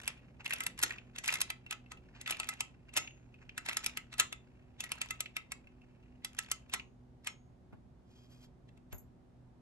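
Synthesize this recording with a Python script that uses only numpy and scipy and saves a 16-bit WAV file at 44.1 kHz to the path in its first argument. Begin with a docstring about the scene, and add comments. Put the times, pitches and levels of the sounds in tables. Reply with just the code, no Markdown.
"""Clockwork tin toy

A tin clockwork toy is wound by hand just above a desk, close to two microphones, in a quiet room with a hum.
On each turn the loose key rattles and the pawl drops over the ratchet teeth; the hollow tin shell rings briefly.
Then its feet drag over a cloth mat and, as it is let go, its little bell tinkles.
Hits are noise bursts and decaying modes; rubbing, air and rumble are coloured noise; the hum is sines."""
import sys
import numpy as np
from scipy import signal
from scipy.fft import rfft, irfft, next_fast_len
from scipy.io import wavfile
from scipy.ndimage import map_coordinates

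SR = 44100
rng = np.random.default_rng(int(sys.argv[2]) if len(sys.argv) > 2 else 0)


def bounce(signal):
    """Save signal as a 16-bit WAV file at the path given by the first command-line argument."""
    frames = np.transpose(np.atleast_2d(signal))
    limited = np.clip(frames, -1, 1)
    pcm = np.round(limited * 32767).astype(np.int16)
    wavfile.write(sys.argv[1], SR, pcm)


N = 423798  # length [samples]

# Levels in the tables are set before each layer's own trim (the *_db settings).


def amp(db):
    """Decibels to linear gain."""
    return 10 ** (np.asarray(db) / 20)


def unit(x):
    """Scale to rms 1."""
    return x / np.sqrt(np.mean(x ** 2) + 1e-20)


def along(points, hz):
    """Read a curve of (frequency [Hz], value) points on a log frequency axis."""
    f, v = np.transpose(points)
    return np.interp(np.log(hz + 1), np.log(f + 1), v)


def wobble(rate, size=N):
    """A smooth random curve with rate knots a second."""
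    knots = rng.standard_normal(int(N * rate / SR) + 4)
    return map_coordinates(knots, [np.arange(size) * rate / SR])


def filtered(x, response):
    """Filter x by a complex response of frequency."""
    size = next_fast_len(N + SR // 2)
    return irfft(rfft(x, size) * response(np.fft.rfftfreq(size, 1 / SR)), size)[..., :N]


def noise(colour):
    """Coloured noise of rms 1."""
    return unit(filtered(rng.standard_normal(N), lambda hz: amp(along(colour, hz))))


def impulse(colour, size=1024):
    """Minimum-phase impulse response with this colour, by folding the cepstrum."""
    cepstrum = irfft(np.log(amp(along(colour, np.fft.rfftfreq(size, 1 / SR)))))
    cepstrum[1:size // 2] *= 2
    cepstrum[size // 2 + 1:] = 0
    return irfft(np.exp(rfft(cepstrum)))


def varied(colour, spread_db):
    """Every contact lands on another spot and so takes a colour of its own."""
    return impulse(colour + rng.standard_normal((len(colour), 1)) * [0, spread_db])


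def struck(x):
    """Scale a stereo hit to rms 1 over its first 5 ms."""
    return x / np.sqrt(np.mean(x[:, :SR // 200] ** 2) + 1e-20)


def burst(response, rise, t60, apart):
    """A crowd of short-lived modes: coloured noise that swells and dies, partly different at each port."""
    t = np.arange(SR // 12) / SR
    shape = (1 - np.exp(-t / rise)) * np.exp(-np.log(1000) * t / t60)
    hiss = rng.standard_normal(len(t)) + apart * rng.standard_normal((2, len(t)))
    return struck(signal.fftconvolve(shape * hiss, response[None], axes=1))


def ring(modes, scatter_db, detune):
    """Decaying modes, at new strengths for each blow; grip and loose joints detune them and blur their pitch."""
    t = np.arange(int(SR * max(m[2] for m in modes))) / SR
    hz, db, t60 = np.transpose(modes)[:, :, None]
    size, shift, phase = rng.standard_normal((3, len(modes), 1))
    ports = .6 * rng.standard_normal((2, len(modes), 1))  # phase offset at each port [rad]
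    blur = np.cumsum(rng.standard_normal((len(modes), len(t))), axis=1) * detune
    waves = np.sin(2 * np.pi * (hz * (1 + detune * shift) * t + phase + blur) + ports)
    decay = np.exp(-np.log(1000) * t / t60)
    return struck(np.sum(amp(db + scatter_db * size) * decay * waves, axis=1))


def add(track, s, sound):
    """Mix a stereo sound in at time s."""
    part = track[:, max(round(s * SR), 0):][:, :sound.shape[1]]
    part += sound[:, :part.shape[1]]


# colour of the room air: (frequency [Hz], level [dB per Hz])
AIR = [(20, -12.5), (40, 1), (60, 7), (85, -0.5), (130, 0), (250, -3.5), (400, -12.5), (750, -14.5),
       (1100, -22), (2500, -33), (7500, -42.5), (13000, -51.5)]
# left-right likeness of the air: (frequency [Hz], correlation [-1 to 1])
ALIKE = [(125, 0.83), (300, 0.46), (800, 0.03), (3000, 0.03)]
# partials of an appliance hum, before wavering: (frequency [Hz], level [dB])
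HUM = [(123.6, -66), (247.2, -69.5), (370.8, -78)]


def background():
    """Wide, low room air and a slightly unsteady hum of sines, a little louder on the right."""
    turn = lambda hz: np.arccos(np.clip(along(ALIKE, hz), -1, 1)) / 2
    mid = filtered(noise(AIR), lambda hz: np.cos(turn(hz)))
    side = filtered(noise(AIR), lambda hz: np.sin(turn(hz)))
    air = amp(-61.0) * np.array([mid + side, mid - side])
    t = np.arange(N) / SR
    hum = np.zeros(N)
    for hz, db in HUM:
        level = amp(db + 2.4 * wobble(8.2)) * np.sqrt(2)
        hum += level * np.sin(2 * np.pi * hz * t + 0.6 * wobble(7))
    return (air + hum) * amp([[-.6], [.6]])


# decay of the room: (frequency [Hz], t60 [s])
ROOM = [(200, 0.71), (1500, 0.2), (3000, 0.23), (7000, 0.19)]


def room(x, count=8):
    """A small room answers with decaying noise tails, a new one per block as the toy moves in the hand."""
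    out = np.zeros((2, N + SR))
    block = N // count + 1
    for start in range(0, N, block):
        hz, t, z = signal.stft(rng.standard_normal((2, SR // 2)), SR, nperseg=256)
        decay = np.exp(-np.log(1000) * t / along(ROOM, hz)[:, None])
        tail = signal.istft(z * decay, SR, nperseg=256)[1]
        tail *= 1 - np.exp(-np.arange(tail.shape[1]) / SR / 0.0013)  # soft onset
        tail /= np.linalg.norm(tail[0])
        source = x[:, start:start + block].mean(axis=0, keepdims=True)
        wet = signal.fftconvolve(source, tail, axes=1)
        out[:, start:start + wet.shape[1]] += wet
    colour = [(500, -2.5), (2500, -3.0), (7600, -6.0), (9600, -18.5)]
    return filtered(out[:, :N], lambda hz: amp(along(colour, hz)))


# colour of the hands on the hollow body: (frequency [Hz], level [dB per Hz])
HANDLING = [(90, -10.5), (200, 6.5), (400, -1.5), (780, -7.5), (1200, -42)]
HANDLING_DB, HANDLING_EASE_DB_PER_S = -66, 2.7  # starting level of the rumble and its steady fall


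def handling():
    """A low, wavering rumble of the hands shifting on the toy, ever gentler."""
    rumble = unit(noise(HANDLING) * amp(4 * wobble(9)))
    return amp(HANDLING_DB - HANDLING_EASE_DB_PER_S * np.arange(N) / SR) * rumble


def slides(table, colour, catch_db):
    """Each slide swells and fades with a colour of its own, catching and slipping in fine grains."""
    out = np.zeros((2, N))
    for s, length, db in table:
        n = int(length * SR)
        catching = amp(2 * wobble(300, n) + catch_db * wobble(35, n))
        grains = rng.standard_normal(n) * catching
        rub = unit(signal.fftconvolve(grains, varied(colour, spread_db=2))[:n])
        add(out, s, amp(db) * np.hanning(n) * np.array([rub, rub]))
    return out


# the feet slide over the mat: (start [s], length [s], level [dB])
PUSHES = [(8.0, 0.31, -72), (8.23, 0.31, -67.5)]
# colour of the feet dragging on cloth: (frequency [Hz], level [dB per Hz])
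CLOTH = [(300, -4), (1100, -3), (3500, -5.5), (7400, -3.5), (8800, -14.5)]
# resonances of the body as its feet drag: (frequency [Hz], width [Hz], level [dB])
DRAG = [(2490, 39, 10), (3280, 57, 18), (4890, 230, 4)]


def dragging_feet():
    """Tin feet drag on cloth: grainy noise, coloured by band-pass resonances of the body."""
    def body(f):
        gain = 1
        for hz, width, db in DRAG:
            gain = gain + amp(db) * 1j * f * width / (hz * hz - f * f + 1j * f * width)
        return gain
    return filtered(slides(PUSHES, CLOTH, catch_db=4.5), body)


# the feet settle on the mat: (time [s], level [dB])
FEET = [(7.725, -61), (8.926, -48.5), (8.944, -58)]
# colour of the desk beneath: (frequency [Hz], level [dB per Hz])
DESK = [(30, -10), (60, 13.5), (130, -1), (400, -8.5), (1600, -16), (6000, -45)]


def foot_thumps():
    """The feet thump softly on the desk: slow-rising dull bursts."""
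    out, desk = np.zeros((2, N)), impulse(DESK)
    for s, db in FEET:
        add(out, s, amp(db) * burst(desk, rise=0.0032, t60=0.084, apart=0.25))
    return out


# the pellet strikes the bell: (time [s], level [dB])
PELLET = [(8.928, -52.5), (8.945, -55.5), (8.981, -55)]
# modes of the bell: (frequency [Hz], level [dB], t60 [s])
BELL = [(6530, -2, 0.076), (7140, -8, 0.18), (11800, 2, 0.12), (11900, -3, 0.13)]


def bell():
    """The bell in the toy's hand tinkles as the fingers let go: quick strikes on high decaying modes."""
    out = np.zeros((2, N))
    for s, db in PELLET:
        add(out, s, amp(db) * ring(BELL, scatter_db=2, detune=.01))
    return out


# strokes of the fingers on the key: (start [s], length [s], scrape level [dB], chatter level [dB])
TURNS = [(0, 0.096, -55, -55), (0.437, 0.19, -57, -49.5), (0.775, 0.15, -55, -49.5),
         (1.227, .17, -55.5, -48), (2.25, 0.29, -57, -51.5), (2.93, 0.095, -61, -61),
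         (3.649, .25, -59, -53.5), (4.79, .34, -61, -55), (6.33, 0.18, -66, -58)]
ATTACK_S, RELEASE_DB_PER_S = 0.066, 170  # a stroke takes hold, then eases off
GRIP_DB, GRIP_END_S = -77, 6.7  # light rubbing between strokes, until the toy is stood on the mat


def effort():
    """How hard the fingers work the key [dB]: each stroke rises, holds and eases back to a light grip."""
    t = np.arange(N) / SR
    held = lambda end: amp(-RELEASE_DB_PER_S * np.maximum(t - end, 0))
    total = amp(GRIP_DB) * held(GRIP_END_S)
    for s, length, db, _ in TURNS:
        total += amp(db) * np.clip((t - s) / ATTACK_S, 0, 1) * held(s + length)
    return 20 * np.log10(total + 1e-9)


# the fingers slide round the key to a new grip: (start [s], length [s], level [dB])
RUBS = [(.15, 0.85, -62.5), (1.95, 0.51, -63.5), (3.25, 0.51, -66)]
# colour of scraping and rubbing: (frequency [Hz], level [dB per Hz])
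SCRAPE_COLOUR = [(200, -20), (750, -4), (2700, 5), (3500, -10.5), (7500, -16), (9500, -40.5)]


def finger_rubs():
    """Fingers slide on the key, catching and slipping strongly."""
    return slides(RUBS, SCRAPE_COLOUR, catch_db=12.5)


def scraping():
    """Gritty scraping of the winding: uneven coloured noise that follows the effort."""
    grit = unit(noise(SCRAPE_COLOUR) * amp(5.5 * wobble(160)))
    return amp(effort() - 1.0) * grit


# the fingers find the key again between strokes: (time [s], level [dB])
TOUCHES = [(1.664, -40), (1.862, -52.5), (1.973, -49), (2.8913, -46), (3.023, -42), (3.048, -45),
           (3.108, -48.5), (3.3423, -50), (5.672, -48.5), (5.8181, -56.5), (6.498, -53.5), (6.697, -45.5)]
# modes of the lightly touched key: (frequency [Hz], level [dB], t60 [s])
TICK = [(2130, -5.5, 0.035), (2674, 2, .05)]


def touches(touch_db=-7):
    """A fingertip brushes the key: a soft tick with a brief pitch."""
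    out = np.zeros((2, N))
    for s, db in TOUCHES:
        add(out, s, amp(db + touch_db) * ring(TICK, scatter_db=3, detune=.015))
    return out


TICK_DB, TICK_CROWDING = -3, .55  # faintest tick against the effort; dB of tick rate per dB of effort


def ticks(count=190):
    """Light ticks of the key, denser and stronger the harder it is worked."""
    out, effort_db = np.zeros((2, N)), effort()
    crowding = np.cumsum(amp(TICK_CROWDING * effort_db))
    for place, size in rng.random((count, 2)):
        at = np.searchsorted(crowding, place * crowding[-1])
        db = effort_db[at] + TICK_DB + 10 * size ** 2
        add(out, at / SR, amp(db) * ring(TICK, scatter_db=5, detune=.03))
    return out


# the works slam across their play and jolt the whole body: (time [s], shell level [dB], snap level [dB],
# panel pitch [Hz], hollow level [dB], lead-in [s], first catch [dB re blow], rebound [dB re blow])
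CLUNKS = [(0.834, -28, -20.5, 1830, -42.5, 0.018, -6, -17),
          (2.308, -32.5, -29, 3000, -46, 0.0079, -22, -25.5),
          (2.973, -26, -24.5, 2828, -45.5, 0.035, -2.5, -8),
          (3.687, -31.5, -38, 2023, -50, .025, -22, -3.5),
          (4.198, -24.5, -18, 2950, -51.5, 0.016, -21, -10),
          (6.744, -35.5, -37, 1907, -48, 0.048, 7.5, -27), (7.271, -33, -34, 2283, -73, 0.025, -29, -29)]
BOUNCE_S, LEAD_IN_DB = 0.0068, -22.5  # gap between the contacts of a clunk; first touch against the blow


def clunks():
    """A clunk is a light touch, a first catch, the blow and a rebound: (time [s], shell [dB], snap [dB])."""
    rows = []
    for s, shell, snap, _, _, lead, catch, rebound in CLUNKS:
        for delay, db in [(-lead, LEAD_IN_DB), (-BOUNCE_S, catch), (0, 0), (BOUNCE_S, rebound)]:
            rows.append((s + delay, shell + db, snap + db))
    return rows


# colour of the hollow body: (frequency [Hz], level [dB per Hz])
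HOLLOW = [(60, -14), (300, 1), (550, -10), (850, -0.5), (3000, -37.5)]


def hollow_body(pawl_db=-24):
    """Clunks, and faintly the pawl, sound the hollow of the body as low bursts."""
    out, hollow = np.zeros((2, N)), impulse(HOLLOW)
    shakes = [(s - BOUNCE_S / 2, db) for s, _, _, _, db, *_ in CLUNKS]
    shakes += [(s, db + pawl_db) for s, db, *_ in PAWL]
    for s, db in shakes:
        add(out, s, amp(db) * burst(hollow, rise=0.00055, t60=0.071, apart=1.0))
    return out


# the mainspring sings on after a clunk: (frequency [Hz], level [dB], t60 [s])
SPRING = [(3350, -1, 0.14), (3500, 2, .1), (4200, 3.5, 0.14), (5400, -2, .17), (6700, -7, 0.4)]


def after_ring(spring_db=-17, belly_db=-17):
    """The belly rings on after the teeth, each at its own level; a clunk also sets the mainspring ringing."""
    out = np.zeros((2, N))
    belly = TIN[:2]
    for s, *_, db in PAWL:
        add(out, s, amp(db) * ring(belly, scatter_db=2, detune=.003))
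    for s, db, *_ in CLUNKS:
        add(out, s, amp(db + belly_db) * ring(belly, scatter_db=3, detune=.003))
        add(out, s, amp(db + spring_db) * ring(SPRING, scatter_db=4, detune=.008))
    return out


RATTLE_S, RATTLE_DB, RATTLE_FALL_DB = 0.061, -23, 25  # length, first level against the blow, fall
CHATTER_SNAP_DB, CHATTER_SPREAD_DB = -7, 3  # chatter is duller than a click, and uneven


def chatter(count=11):
    """Tiny contacts at uneven gaps: the key through each stroke, loose parts after each clunk."""
    out, rows, snap = np.zeros((2, N)), [], impulse(SNAP)
    uneven = lambda: (np.arange(count) + rng.random(count)) / count
    for start, length, _, db in TURNS:
        rows += [(start + length * u, db) for u in uneven()]
    for s, db, *_ in CLUNKS:
        for u in uneven():
            rows.append((s + BOUNCE_S + RATTLE_S * u, db + RATTLE_DB - RATTLE_FALL_DB * u))
    for s, db in rows:
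        shell = varied(SHELL, spread_db=6)
        for response, part_db in (shell, db), (snap, db + CHATTER_SNAP_DB):
            size = amp(part_db + CHATTER_SPREAD_DB * rng.standard_normal())
            add(out, s, size * burst(response, rise=.0006, t60=.014, apart=.4))
    return out


def panel(hz, skirt_db):
    """Impulse response of one small tin panel: a single broad peak at its pitch."""
    return impulse([(hz / 2.5, -skirt_db), (hz, 0), (hz * 1.4, -skirt_db / 2), (hz * 5, -1.5 * skirt_db)])


# the key shaft knocks dully on a tin panel: (time [s], level [dB], pitch [Hz])
KNOCKS = [(.461, -37.5, 2740), (.507, -33.5, 2050), (.524, -32.5, 2600), (0.907, -35, 2190),
          (0.983, -44.5, 2600), (1.285, -30.5, 2280), (1.291, -28, 2480), (2.26, -38.5, 2640),
          (2.323, -34, 2560), (2.345, -44, 2640), (2.431, -40.5, 2570), (3.074, -43.5, 2570),
          (3.492, -46, 2580), (3.711, -39, 2310), (5.258, -42, 2520), (6.796, -41.5, 2600)]


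def knocks(pawl_db=-4, clunk_db=-5, skirt_db=32):
    """Each blow lands on one small tin panel, which gives a short rough clack at its pitch."""
    out = np.zeros((2, N))
    blows = KNOCKS + [(s, db + pawl_db, hz) for s, db, _, hz, _ in PAWL]
    blows += [(s, db + clunk_db, hz) for s, db, _, hz, *_ in CLUNKS]
    for s, db, hz in blows:
        add(out, s, amp(db) * burst(panel(hz, skirt_db), rise=0.00088, t60=.026, apart=.4))
    return out


# colour of the shell's clack: (frequency [Hz], level [dB per Hz])
SHELL = [(100, -23), (450, -14.5), (1000, -7), (1400, -6), (2100, 1.5), (2800, -3), (3500, 2), (4300, -8),
         (5600, -10.5), (8000, -14), (13000, -43.5)]
# colour of the bright snap: (frequency [Hz], level [dB per Hz])
SNAP = [(500, -27.5), (3500, -4.5), (5600, -4), (6800, 4), (8100, 1), (8950, -3.5), (9500, -4.5),
        (10000, 5.5), (11400, 2), (12100, -12.5), (13000, -23.5)]
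# modes of the tin shell, the two of the belly first: (frequency [Hz], level [dB], t60 [s])
TIN = [(1302.5, -1.5, 0.12), (2043, 1, 0.13), (2634, 10, 0.055)]
# modes of the key and works: (frequency [Hz], level [dB], t60 [s])
STEEL = [(5300, 0.5, 0.051), (8000, 8, 0.048), (8440, -5, 0.04), (11010, -2, 0.046)]


def contacts(table, rise, shell_t60, snap_t60, shell_db, snap_db, tin_db, steel_db, slip_db, blur):
    """Steel on steel: a short swelling slip, a bright snap, the clack of the shell and their after-ring."""
    out = np.zeros((2, N))
    for s, body_db, edge_db, *_ in table:
        shell, snap = varied(SHELL, spread_db=2.5), varied(SNAP, spread_db=2.5)
        slip = burst(shell, rise, t60=.04, apart=.4)[:, ::-1]  # reversed, so it swells into the hit
        add(out, s + rise - slip.shape[1] / SR, amp(body_db + slip_db) * slip)
        add(out, s - rise / 2, amp(edge_db + snap_db) * burst(snap, rise, snap_t60, apart=0.028))
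        add(out, s, amp(body_db + shell_db) * burst(shell, rise, shell_t60, apart=0.82))
        add(out, s, amp(body_db + tin_db) * ring(TIN, scatter_db=4, detune=blur))
        add(out, s, amp(edge_db + steel_db) * ring(STEEL, scatter_db=5, detune=.005))
    return out


# sharp clicks of the loose key and linkage: (time [s], shell level [dB], snap level [dB])
KEY = [(.461, -33, -45), (.507, -44.5, -39.5), (.535, -32.5, -31), (.636, -42, -39), (.79, -39, -38.5),
       (1.161, -42, -52), (1.184, -38.5, -37), (1.242, -37, -43), (1.259, -41.5, -40),
       (1.278, -32.5, -28.5), (1.303, -34, -40.5), (1.325, -30, -36), (1.339, -34, -29.5),
       (1.355, -33, -40), (1.405, -38, -33.5), (1.726, -34, -42.5), (1.918, -42, -46.5),
       (2.213, -44.5, -41.5), (2.276, -33, -42), (2.297, -34.5, -42.5), (3.662, -37, -43), (3.73, -37, -44),
       (3.843, -36.5, -39.5), (4.128, -43, -57), (4.139, -42.5, -52), (4.805, -34, -34.5),
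       (4.839, -38.5, -40), (8.69, -60, -80), (8.775, -64.5, -72), (8.927, -48, -54)]


def key():
    """The key clicks in its socket as the fingers turn it and take a new grip; the clunks hit the same way."""
    return contacts(KEY + clunks(), rise=0.0011, shell_t60=0.013, snap_t60=0.02, shell_db=-4.5,
                    snap_db=-2.5, tin_db=-7.5, steel_db=-15.0, slip_db=-11.5, blur=.016)


# the pawl drops off a tooth: (time [s], shell level [dB], snap level [dB],
# pitch of the panel it knocks [Hz], ring of the belly [dB])
PAWL = [(0.077, -32.5, -26, 2270, -56), (0.605, -34.5, -33, 2140, -41.5), (0.665, -33.5, -25.5, 1880, -51),
        (1.415, -31, -21, 3220, -50), (1.502, -33, -33, 2500, -46.5), (1.709, -36, -33, 2690, -52.5),
        (2.399, -32.5, -30.5, 2550, -49), (2.489, -36.5, -28.5, 2150, -39.5),
        (2.606, -31.5, -27, 2715, -49.5), (3.578, -35.5, -33.5, 1880, -51), (3.769, -34, -24, 1880, -50.5),
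        (3.862, -33.5, -24, 2440, -53), (3.972, -32.5, -32.5, 2780, -51.5), (4.326, -38, -38.5, 2740, -52),
        (4.918, -33.5, -29, 3000, -63), (5.015, -32.5, -29.5, 2700, -53), (5.107, -35, -33.5, 2140, -41.5),
        (5.205, -36, -27.5, 2910, -52), (5.366, -32.5, -35.5, 2300, -51.5), (5.519, -39, -33, 2200, -61),
        (6.247, -38.5, -31, 3425, -54), (6.388, -32.5, -27.5, 1930, -51), (6.515, -33.5, -23.5, 3060, -56)]


def ratchet():
    """The sprung pawl snaps crisply onto each tooth."""
    return contacts(PAWL, rise=0.00062, shell_t60=0.018, snap_t60=0.019, shell_db=-4.5,
                    snap_db=-4.0, tin_db=-9, steel_db=-17.5, slip_db=-17.5, blur=0.011)


# how far the left port leads the right: (frequency [Hz], phase [rad])
LEAD = [(200, -4), (1300, 1.5), (2000, -2), (2600, -1.7), (3500, -3), (4200, -5), (8600, -4.5),
        (12600, -0.5)]


def scene():
    """The toy reaches the two microphone ports out of step; the room surrounds it."""
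    toy = dragging_feet() + foot_thumps() + bell() + finger_rubs() + scraping() + touches() + ticks()
    toy += hollow_body() + after_ring() + chatter() + knocks() + key() + ratchet()
    half_each = np.array([[.5], [-.5]])  # split the lead between left and right
    direct = filtered(toy, lambda hz: np.exp(1j * along(LEAD, hz) * half_each))
    return background() + amp(-7.0) * room(toy) + handling() + direct


TOP_HZ = 12600  # upper band limit


def record(dry):
    """A very steep low-pass removes the treble above the band limit."""
    return filtered(dry, lambda hz: 1 / np.sqrt(1 + (hz / TOP_HZ) ** 120))


dry = scene()
out = record(dry)
bounce(out)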